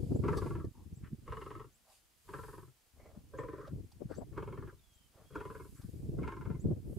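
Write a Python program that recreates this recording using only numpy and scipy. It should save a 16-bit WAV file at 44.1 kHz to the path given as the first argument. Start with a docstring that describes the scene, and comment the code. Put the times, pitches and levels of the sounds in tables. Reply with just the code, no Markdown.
"""Lions growl over a carcass in open grassland, some way from a two-channel microphone.
At first wind buffets the microphone and a small far bird chirps; then the first growl comes, and about one a
second follows: some 21 throaty noise pulses a second ring throat, jaw and chest, amid hoarse snorts and crunches.
The wind, turbulent noise with thumping eddies, sinks to a lull, stirs again past the middle and ends strongest.
Dry grass rustles in noise swells; a second bird whistles past the middle, and an insect buzzes now and then."""
import sys
import numpy as np
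from scipy import signal
from scipy.fft import rfft, irfft
from scipy.io import wavfile
from scipy.ndimage import uniform_filter1d

SR = 44100
rng = np.random.default_rng(int(sys.argv[2]) if len(sys.argv) > 2 else 0)


def output_pcm(signal):
    """Save a mono or channel-first signal as 16-bit PCM at the path in sys.argv[1].

    Samples are clipped to [-1, 1] before scaling.
    """
    pcm = np.clip(np.atleast_2d(signal).T, -1, 1) * 32767
    wavfile.write(sys.argv[1], SR, np.round(pcm).astype(np.int16))


N = 307818
TIME = np.arange(N) / SR

# Upper resonances of throat and mouth, one table a growl; levels are relative, the pulses widen the rings a little.
# Columns: pitch_hz, width_hz, level_db
THROAT_SHAPE_1 = [(934, 50, -2.5), (1163, 38, -4), (1317, 34, -6), (1696, 41, -12), (2040, 144, -23.5),
                  (2700, 43, -39)]
THROAT_SHAPE_2 = [(1004, 200, 13), (1316, 21, 15.5), (1620, 43, -19), (2170, 100, -4.5), (2770, 83, -5.5)]
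THROAT_SHAPE_3 = [(973, 107, 23.5), (1333, 20, 20), (1494, 100, 10), (1774, 170, 7), (2360, 120, -41)]
THROAT_SHAPE_4 = [(1010, 48, 5), (1610, 100, -7.5), (1790, 91, -10), (2440, 21, -17), (3090, 85, -27)]
THROAT_SHAPE_5 = [(937, 180, -1), (1455, 140, -8), (1510, 15, -9), (1710, 110, -12.5), (2155, 65, -15),
                  (3280, 30, -16.5)]
THROAT_SHAPE_6 = [(986, 72, 4.5), (1470, 89, -3.5), (1690, 75, -10.5), (2145, 18, -11), (2550, 370, -22)]
THROAT_SHAPE_7 = [(914, 46, 11.5), (1050, 12, 11.5), (1330, 130, 4.5), (1650, 240, -6), (2090, 32, 0.5),
                  (2900, 95, -24)]
# Growls, one for each throat shape; levels are before the trims of each part of the voice.
# Columns: start_s, strongest_pulse_s, release_s, pulses_per_s, peak_db, fade_db_per_s,
# first_resonance_db, first_resonance_hz, chest_db
GROWL_TIMES = [(0.212, 0.283, 0.585, 22.3, -29.5, 31.5, -41.5, 377, -49),
               (1.234, 1.324, 1.605, 21.9, -35.5, 12.5, -51.5, 420, -49.5),
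               (2.24, 2.337, 2.612, 20.6, -37, 26.5, -53, 418, -51),
               (3.302, 3.387, 3.575, 20.6, -38.5, 13, -46, 471, -51),
               (4.325, 4.377, 4.67, 20.15, -36, 31, -47.5, 411, -50),
               (5.305, 5.355, 5.615, 20.5, -34.5, 25, -48.5, 439, -50.5),
               (6.148, 6.277, 6.52, 22.45, -36, 27, -52.5, 337, -60)]


def growls():
    """About one growl a second, each with the mouth held in another shape."""
    shapes = [THROAT_SHAPE_1, THROAT_SHAPE_2, THROAT_SHAPE_3, THROAT_SHAPE_4,
              THROAT_SHAPE_5, THROAT_SHAPE_6, THROAT_SHAPE_7]
    out = np.zeros(N)
    for growl, shape in zip(GROWL_TIMES, shapes):
        out += rattle(growl, shape)
        add(out, growl[0], rasp(growl, shape))
    return out


JAW_SINK_PER_S, JAW_SCATTER = 0.35, 0.054  # log pitch: sinks as the jaw closes, strays from pulse to pulse
UNEVEN_DB, UNEVEN_S = -0.5, .0005  # pulses differ a little in strength and timing


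def rattle(growl, shape, upper_db=-15, hiss_db=-27, throat_stray=0.018, damping_hz=12, colour_db=3.0,
           first_follow=0.68, first_width_hz=60,
           chest_trim_db=-4, chest_hz=128, chest_width_hz=50, chest_follow=0.21, lead_s=.0025):
    """Every pulse rings the upper throat, the first resonance (which moves with the jaw) and the chest."""
    start, crest, release, rate, peak_db, fade, first_db, first_hz, chest_db = growl
    out = np.zeros(N)
    t = np.arange(-.025, .1, 1 / SR)
    early = (t > 0) & (t < .03)  # the stretch that sets each part's strength
    beats = crest + np.arange(-3, 11) / rate
    beats = beats[(beats > start) & (beats < release + 1.5 / rate)]
    for s in beats:
        push_db = effort(s, start, crest, release, fade) + UNEVEN_DB * rng.standard_normal()
        jaw_hz = first_hz * np.exp(JAW_SCATTER * rng.standard_normal() - JAW_SINK_PER_S * (s - crest))
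        # the throat's resonances stray a little at random from pulse to pulse
        throat = []
        for hz, width, db in shape:
            stray_hz = hz * (1 + throat_stray * rng.standard_normal())
            throat.append((stray_hz, width + damping_hz, db + colour_db * rng.standard_normal()))
        drive = throat_pulse(t)
        upper = band(resonate(drive, throat), 864, 2930, order=4)
        hiss = band(drive, 1130, 8300)  # air past the teeth
        jaw_ring = resonate(drive, [(jaw_hz, first_width_hz, 0)])
        steady_ring = resonate(drive, [(321, 35, -13.5), (482, 110, -21.5)])
        first = band(jaw_ring + steady_ring, 256, 550, order=4)
        chest = band(resonate(drive, [(chest_hz, chest_width_hz, 0)]), 69, 144)
        mouth = upper / np.std(upper[early]) + amp(hiss_db) * hiss / np.std(hiss[early])
        pulse = amp(peak_db + upper_db + push_db) * mouth
        # jaw and chest follow the effort less than the mouth does
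        pulse += amp(first_db + first_follow * push_db) * first / np.std(first[early])
        pulse += amp(chest_db + chest_trim_db + chest_follow * push_db) * chest / np.std(chest[early])
        add(out, s + t[0] - lead_s + UNEVEN_S * rng.standard_normal(), pulse)
    return out


def throat_pulse(t, slap=2.3, rise_s=0.00108, puff_s=0.01, leak=0.15, leak_s=0.05, lead_s=0.0083):
    """Air starts to leak, the slack folds let out a puff from t = 0 and slap just after; the leak dies away."""
    after = np.maximum(t, 0)
    puff = (1 - np.exp(-after / rise_s)) * np.exp(-after / puff_s)
    seep = leak * np.exp(-(t / np.where(t < 0, lead_s, leak_s)) ** 2)
    drive = (puff + seep) * rng.standard_normal(len(t))
    drive[np.searchsorted(t, 2 * rise_s)] += slap
    return drive


def rasp(growl, shape, rasp_db=-34, hoarse_db=-6, drone_db=-16, drone_width_hz=110, rumble_db=-3.0,
         rumble_fade_db_per_s=20, rumble_low_hz=30, rumble_high_hz=160, rough_db=3.0):
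    """Under and between the pulses air scrapes unevenly through the throat, over a deep rumble of the chest."""
    start, crest, release, _, peak_db, fade, first_db, first_hz, chest_db = growl
    t = np.arange(start, release + .25, 1 / SR)
    air = rng.standard_normal(len(t)) * amp(rough_db * wander(43, size=len(t)))
    throat = unit(band(resonate(air, shape), 800, 4700, order=4))
    scrape = throat + amp(hoarse_db) * unit(band(air, 550, 2670, order=3))
    drone = unit(band(resonate(air, [(first_hz, drone_width_hz, 0)]), 267, 625, order=3))
    rumble = unit(band(air, rumble_low_hz, rumble_high_hz, order=4))
    voice = amp(peak_db + rasp_db) * scrape + amp(first_db + drone_db) * drone
    voice *= amp(effort(t, start, crest, release, fade))
    rumble_effort_db = effort(t, start, crest, release, rumble_fade_db_per_s)
    return voice + amp(chest_db + rumble_db + rumble_effort_db) * rumble


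SWELL_DB, SWELL_SHAPE, RELEASE_DB_PER_S = 24, 2.6, 247  # effort swells to the strongest pulse, then is let go
ACCENT_DB, ACCENT_S = 5, .04  # the extra shove around the strongest pulse


def effort(t, start, crest, release, fade_db_per_s):
    """A growl's effort in dB: swell, a shove at the crest, slow fade, quick release."""
    early = np.maximum(crest - t, 0) / max(crest - start, 1e-3)
    swell = -SWELL_DB * early ** SWELL_SHAPE
    shove = ACCENT_DB * np.exp(-((t - crest) / ACCENT_S) ** 2)
    fade = fade_db_per_s * np.maximum(t - crest, 0)
    let_go = RELEASE_DB_PER_S * np.maximum(t - release, 0)
    return swell + shove - fade - let_go


# Snorts of air through the muzzle, and the raspy tail of the fourth growl (rows at 3.532 and 3.66),
# with the main resonance; levels are before the trim and flutter.
# Columns: start_s, length_s, level_db, pitch_hz, width_hz
BREATH_TIMES = [(0.733, 0.13, -66, 916, 191), (1.024, 0.076, -62.5, 1480, 1350),
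                (1.841, 0.14, -70.5, 800, 505), (2.945, 0.3, -64, 473, 640),
                (2.977, 0.14, -72.5, 2130, 350), (3.532, 0.2, -58.5, 1270, 587),
                (3.66, 0.04, -56, 540, 202), (4.086, 0.087, -60.5, 1380, 600),
                (4.672, 0.048, -59.5, 1470, 450), (5.123, 0.18, -66.5, 523, 890),
                (5.744, 0.16, -72.5, 1360, 1000)]


def snorts_and_raspy_tail(trim_db=-4, flutter_db=2.5, hoarse_db=-14):
    """Rushing air, in snorts and in one growl's raspy tail: one main resonance over a broad hoarse hiss."""
    out = np.zeros(N)
    for s, length, db, hz, width in BREATH_TIMES:
        u = np.linspace(0, 1, round(length * SR))
        air = band(rng.standard_normal(len(u)), 220, 4300)
        ring = air
        for _ in range(2):  # rung twice for steeper sides
            ring = resonate(ring, [(hz, width, 0)])
        swell = np.sin(np.pi * u ** .8).clip(0) ** 1.2
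        breath = unit(ring) + amp(hoarse_db) * unit(air)
        add(out, s, amp(db + trim_db) * unit(breath * swell))
    return out * amp(flutter_db * wander(62))


# Crunches of feeding; levels are for the crackle, before the jaw's knock joins it.
# Columns: start_s, length_s, level_db
CRUNCH_TIMES = [(0.363, 0.032, -54.5), (0.644, 0.0078, -72), (3.915, 0.012, -67.5), (4.085, 0.12, -74),
                (5.812, 0.015, -70)]
# Resonances that the crackle rings; levels are relative. Columns: pitch_hz, width_hz, level_db
CRUNCH_RESONANCES = [(3570, 180, -12), (4630, 50, 11), (5100, 87, -16), (6400, 1400, -4), (7940, 160, -3.5)]


def crunches(spread_db=-1, jaw_hz=830, jaw_width_hz=90, jaw_db=-2):
    """Teeth tear the carcass: short bursts of dense crackle that also knock in the jaw."""
    out = np.zeros(N)
    for s, length, db in CRUNCH_TIMES:
        size = round(length * SR)
        taper = signal.windows.tukey(size, .5)
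        crackle = rng.standard_normal(size) ** 3 * taper  # cubing makes the noise spiky
        snap = unit(resonate(crackle, CRUNCH_RESONANCES)) + amp(spread_db) * unit(band(crackle, 2350, 9900))
        knock = unit(resonate(crackle, [(jaw_hz, jaw_width_hz, 0)]) * taper)
        add(out, s, amp(db) * (unit(snap) + amp(jaw_db) * knock))
    return out


# Strength of the wind at the microphone, before the trim. Columns: time_s, level_db
WIND_LEVEL = [(0.0, -38.5), (0.25, -34.5), (0.67, -44), (0.72, -60.5), (0.84, -52.5), (1.65, -60.5),
              (1.76, -78.5), (2.9, -81), (2.96, -62), (3.66, -57.5), (3.76, -42), (3.92, -62),
              (4.04, -52.5), (4.64, -47.5), (4.77, -66), (5.08, -72.5), (5.35, -57.5), (5.77, -55),
              (6.09, -41.5), (6.24, -36.5), (6.33, -52.5), (6.51, -38), (6.6, -46.5), (6.7, -30.5),
              (6.81, -50), (6.92, -40.5)]
# Spectrum of the turbulence, relative, before it slides with the gusts. 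Columns: pitch_hz, level_db (per Hz)
WIND_SPECTRUM = [(12, -45), (20, -16.5), (64, 7), (139, 4.5), (172, -4.5), (273, -8), (304, -5.5),
                 (403, -9), (675, -27.5), (1400, -45), (1820, -77), (3080, -120)]


def wind(trim_db=1.23, lumpy_db=5.5, brighten_per_db=0.015, typical_db=-42, top_hz=1000):
    """Turbulence at each port; a stronger gust holds smaller eddies, so its spectrum slides up."""
    hz, t, z = signal.stft(noise_pair(0.5), SR, nperseg=2048, noverlap=1536)
    hz = hz[:, None]
    stretch = np.exp(brighten_per_db * (curve(WIND_LEVEL, t) - typical_db)).clip(.62, 1.1)
    colour = spectrum(WIND_SPECTRUM, hz / stretch) / (1 + (hz / top_hz) ** 4)
    roar = signal.istft(z * colour, SR, nperseg=2048, noverlap=1536)[1][:, :N]
    lumps = wander(35) + np.array([wander(48), wander(63)])  # partly shared by the two ports
    roar *= amp(lumpy_db * lumps / np.sqrt(2))
    # the lumps are quick; over longer spans the gust alone sets the strength
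    roar /= np.sqrt(uniform_filter1d(np.mean(roar ** 2, axis=0), size=3000))
    return amp(curve(WIND_LEVEL) + trim_db) * roar * pan(1.0)


# The strongest eddies that thump the microphone; levels are before the trim, side_db is left over right.
# Columns: time_s, level_db, pitch_hz, side_db
STRONG_EDDIES = [(0.122, -21, 227, 2), (0.162, -24.5, 260, 0.5), (0.26, -25.5, 217, 3),
                 (0.461, -30, 283, -2), (0.673, -35, 117, -3), (0.929, -38, 129, 1), (1.038, -35.5, 116, 2),
                 (1.132, -32.5, 150, 0), (3.177, -40.5, 160, 5), (3.733, -31, 166, 5), (4.02, -35, 307, 12),
                 (4.06, -32.5, 106, 4), (4.113, -36, 374, 12.5), (4.187, -35.5, 316, 17.5),
                 (4.22, -38, 487, 8.5), (5.85, -33, 115, 5), (6.225, -30.5, 269, 6.5), (6.504, -30, 228, 5),
                 (6.658, -22.5, 189, 7.5), (6.714, -23, 223, 2)]


def eddies(trim_db=-3, spread_s=0.0003, wake_db=-7, wake_s=0.014):
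    """An eddy pushes, then pulls on each port, not quite at the same moment, in a brief swirl of turbulence."""
    out = np.zeros((2, N))
    t = np.arange(-2205, 2205) / SR
    for s, db, hz, side_db in STRONG_EDDIES + small_eddies():
        u = 2 * np.pi * hz * (t - spread_s * rng.uniform(-0.74, 1, (2, 1)))
        push = -u * np.exp((1 - u ** 2) / 2)
        turbulence = band(noise_pair(0.14, size=len(t)), 0.43 * hz, 1.516 * hz, order=3)
        swirl = unit(turbulence) * np.exp(-(t / wake_s) ** 2)
        add(out, s + t[0], amp(db + trim_db) * pan(side_db) * (push + amp(wake_db) * swirl))
    return out


def small_eddies(count=40, over_wind_db=5, low_hz=70, high_hz=190, most_side_db=4):
    """Lesser eddies arrive by chance, as strong as the wind of the moment."""
    rows = []
    for u, v, w in rng.random((count, 3)):
        s = u * N / SR
        level_db = curve(WIND_LEVEL, s) + over_wind_db
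        rows.append((s, level_db, low_hz + (high_hz - low_hz) * v, most_side_db * (2 * w - 1)))
    return rows


# Rising chirps of a small far bird; levels are before the trim and flicker. Columns: start_s, level_db
CHIRP_TIMES = [(0.135, -56.5), (0.935, -59), (1.72, -64), (3.364, -59.5), (4.145, -53.5), (4.926, -63),
               (5.745, -62.5), (6.585, -59)]
CHIRP_S, CHIRP_FROM_HZ, CHIRP_TO_HZ, CHIRP_GLIDE_S = 0.051, 5200, 8580, 0.026  # shoots up, bending toward the top


def chirps(trim_db=-12.5, waver=0.024):
    """One bird chirps upward: a near-pure tone whose pitch wavers as it glides."""
    out = np.zeros(N)
    t = np.arange(0, CHIRP_S, 1 / SR)
    glide_hz = CHIRP_TO_HZ + (CHIRP_FROM_HZ - CHIRP_TO_HZ) * np.exp(-t / CHIRP_GLIDE_S)
    for s, db in CHIRP_TIMES:
        pitch = glide_hz * (1 + waver * wander(410, size=len(t)))
        level = amp(db + trim_db) * np.sqrt(np.sin(np.pi * t / CHIRP_S))
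        add(out, s, level * np.sin(2 * np.pi * np.cumsum(pitch) / SR))
    return out


# A second far bird's sinking whistles; levels are for the end of the swell, before the trim and flicker.
# Columns: start_s, length_s, pitch_hz, extra_pitch_at_start_hz, sink_hz_per_s, level_db
WHISTLE_TIMES = [(4.744, 0.36, 3483, 618, 1290, -73.5), (5.227, 0.25, 3410, -260, 683, -75)]


def whistles(trim_db=-3, settle_s=0.044, swell_db=6):
    """The other bird whistles: a pure tone that settles in pitch, then sinks as it grows louder."""
    out = np.zeros(N)
    for s, length, hz, extra_hz, sink_hz_per_s, db in WHISTLE_TIMES:
        t = np.arange(0, length, 1 / SR)
        pitch = hz + extra_hz * np.exp(-t / settle_s) - sink_hz_per_s * t
        level = amp(db + trim_db - swell_db * (1 - t / length)) * signal.windows.tukey(len(t), .35)
        add(out, s, level * np.sin(2 * np.pi * np.cumsum(pitch) / SR))
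    return out


def birds(flicker_db=4.2):
    """Both far birds, under one quick flicker of level."""
    return (chirps() + whistles()) * amp(flicker_db * wander(60))


# Swishes of dry grass as the lions shift and flick their tails. Columns: middle_s, half_length_s, level_db
SWISH_TIMES = [(0.05, 0.34, -69.5), (0.42, 0.14, -64), (1.42, 0.17, -72), (1.94, 0.065, -67.5),
               (2.42, 0.2, -68), (5.7, 0.57, -73.5)]
# Spectrum of the rubbing stems, relative. Columns: pitch_hz, level_db (per Hz)
GRASS_SPECTRUM = [(1470, -21), (2500, -7.5), (4010, -7), (4970, -3), (5790, -11.5), (6440, -6),
                  (11100, -6.5), (15500, -21.5)]


def dry_grass(stir_db=-81, grain_db=1.0):
    """Dry stems rub: grainy noise, swelling with each swish over a faint constant stir."""
    stems = coloured(noise_pair(0.39) * amp(grain_db * wander(620)), GRASS_SPECTRUM)
    return np.hypot(amp(stir_db), swells(SWISH_TIMES)) * stems


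# A faint high insect buzz. Columns: middle_s, half_length_s, level_db
BUZZ_TIMES = [(2.46, 0.2, -70), (5.72, 0.36, -72.5), (6.96, 0.12, -71.5)]


def insect():
    """An insect's buzz: a high band of noise in smooth swells."""
    return swells(BUZZ_TIMES) * unit(band(noise_pair(0.66), 7700, 13400))


# Spectrum of the open air, relative. Columns: pitch_hz, level_db (per Hz)
AIR_SPECTRUM = [(18, -36), (30, 2.5), (81, -8), (709, -9), (2130, -12), (2760, -12), (3150, -11.5),
                (3680, -14), (7650, -13), (15500, -15.5)]


def far_air(level_db=-72):
    """Steady far hiss of the grassland: coloured noise, partly alike in both channels."""
    return amp(level_db) * coloured(noise_pair(0.32), AIR_SPECTRUM)


def open_ground(x, scatter_db, scatter_t60):
    """Ground and grass scatter the sound briefly, differently to each side; scatter_t60 is in seconds."""
    t = np.arange(SR // 2) / SR
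    echo = rng.standard_normal((2, len(t))) * (t > .001) * amp(-60 * t / scatter_t60)
    echo /= np.linalg.norm(echo[0])
    return x + amp(scatter_db) * signal.fftconvolve(x[None], echo, axes=1)[:, :N]


def amp(db):
    """Decibels to gain."""
    return 10 ** (np.asarray(db) / 20)


def unit(x):
    """Scales to rms 1."""
    return x / np.sqrt(np.mean(x ** 2) + 1e-24)


def curve(rows, t=TIME, column=1):
    """Joins the rows of a table by straight lines in time."""
    rows = np.asarray(rows)
    return np.interp(t, rows[:, 0], rows[:, column])


def swells(rows):
    """Gain of smooth swells, from rows of middle_s, half_length_s, level_db."""
    power = sum(amp(db) ** 2 * np.exp(-2 * ((TIME - s) / half) ** 2) for s, half, db in rows)
    return np.sqrt(power)


def spectrum(points, hz):
    """Gain of a spectrum table, joined on a log-frequency axis."""
    f, db = np.transpose(points)
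    return amp(np.interp(np.log(hz + 1), np.log(f + 1), db))


def coloured(x, points):
    """Gives a long noise a spectrum, at rms 1."""
    return unit(irfft(rfft(x) * spectrum(points, np.fft.rfftfreq(N, 1 / SR)), N))


def noise_pair(likeness, size=N):
    """White noise in two channels that share a part."""
    shared = rng.standard_normal(size)
    return np.sqrt(likeness) * shared + np.sqrt(1 - likeness) * rng.standard_normal((2, size))


def wander(rate_hz, size=N):
    """Random drift of rms 1, mostly slower than rate_hz."""
    smoothing = 1 + (np.fft.rfftfreq(size, 1 / SR) / rate_hz) ** 4
    return unit(irfft(rfft(rng.standard_normal(size)) / smoothing, size))


def band(x, low_hz, high_hz, order=2):
    """Causal band-pass."""
    edges = [low_hz, min(high_hz, SR / 2 - 1)]
    return signal.sosfilt(signal.butter(order, edges, "band", fs=SR, output="sos"), x)


def resonate(x, modes):
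    """Parallel resonances (pitch_hz, width_hz, level_db) of alternating sign, as along a tube."""
    out = 0
    for k, (hz, width, db) in enumerate(modes):
        b, a = signal.iirpeak(hz, hz / width, SR)
        out = out + (-1) ** k * amp(db) * signal.lfilter(b, a, x)
    return out


def pan(db):
    """Left and right gains for a level difference, left over right."""
    return amp(np.array([[db], [-db]]) / 2)


def add(mix, s, sound):
    """Mixes a sound in at time s."""
    part = mix[..., max(round(s * SR), 0):][..., :sound.shape[-1]]
    part += sound[..., :part.shape[-1]]


def scene():
    """Lions and birds across the grass, wind at the microphone."""
    lions = open_ground(growls() + snorts_and_raspy_tail() + crunches(), scatter_db=-6.5, scatter_t60=0.069)
    far_birds = open_ground(birds(), scatter_db=-0.5, scatter_t60=0.11)
    grassland = dry_grass() + insect() + far_air()
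    return lions * pan(0.62) + wind() + eddies() + far_birds + grassland


def record(dry, bass_hz=22, cutoff_hz=15700):
    """The microphone's bass roll-off and the band limit."""
    thinned = signal.sosfilt(signal.butter(1, bass_hz, "high", fs=SR, output="sos"), dry)
    padded = np.pad(thinned, ((0, 0), (255, 255)), "reflect")
    low_pass = signal.firwin(511, cutoff_hz, window=("kaiser", 9), fs=SR)
    return signal.oaconvolve(padded, low_pass[None], "valid")


dry = scene()
out = record(dry)
output_pcm(out)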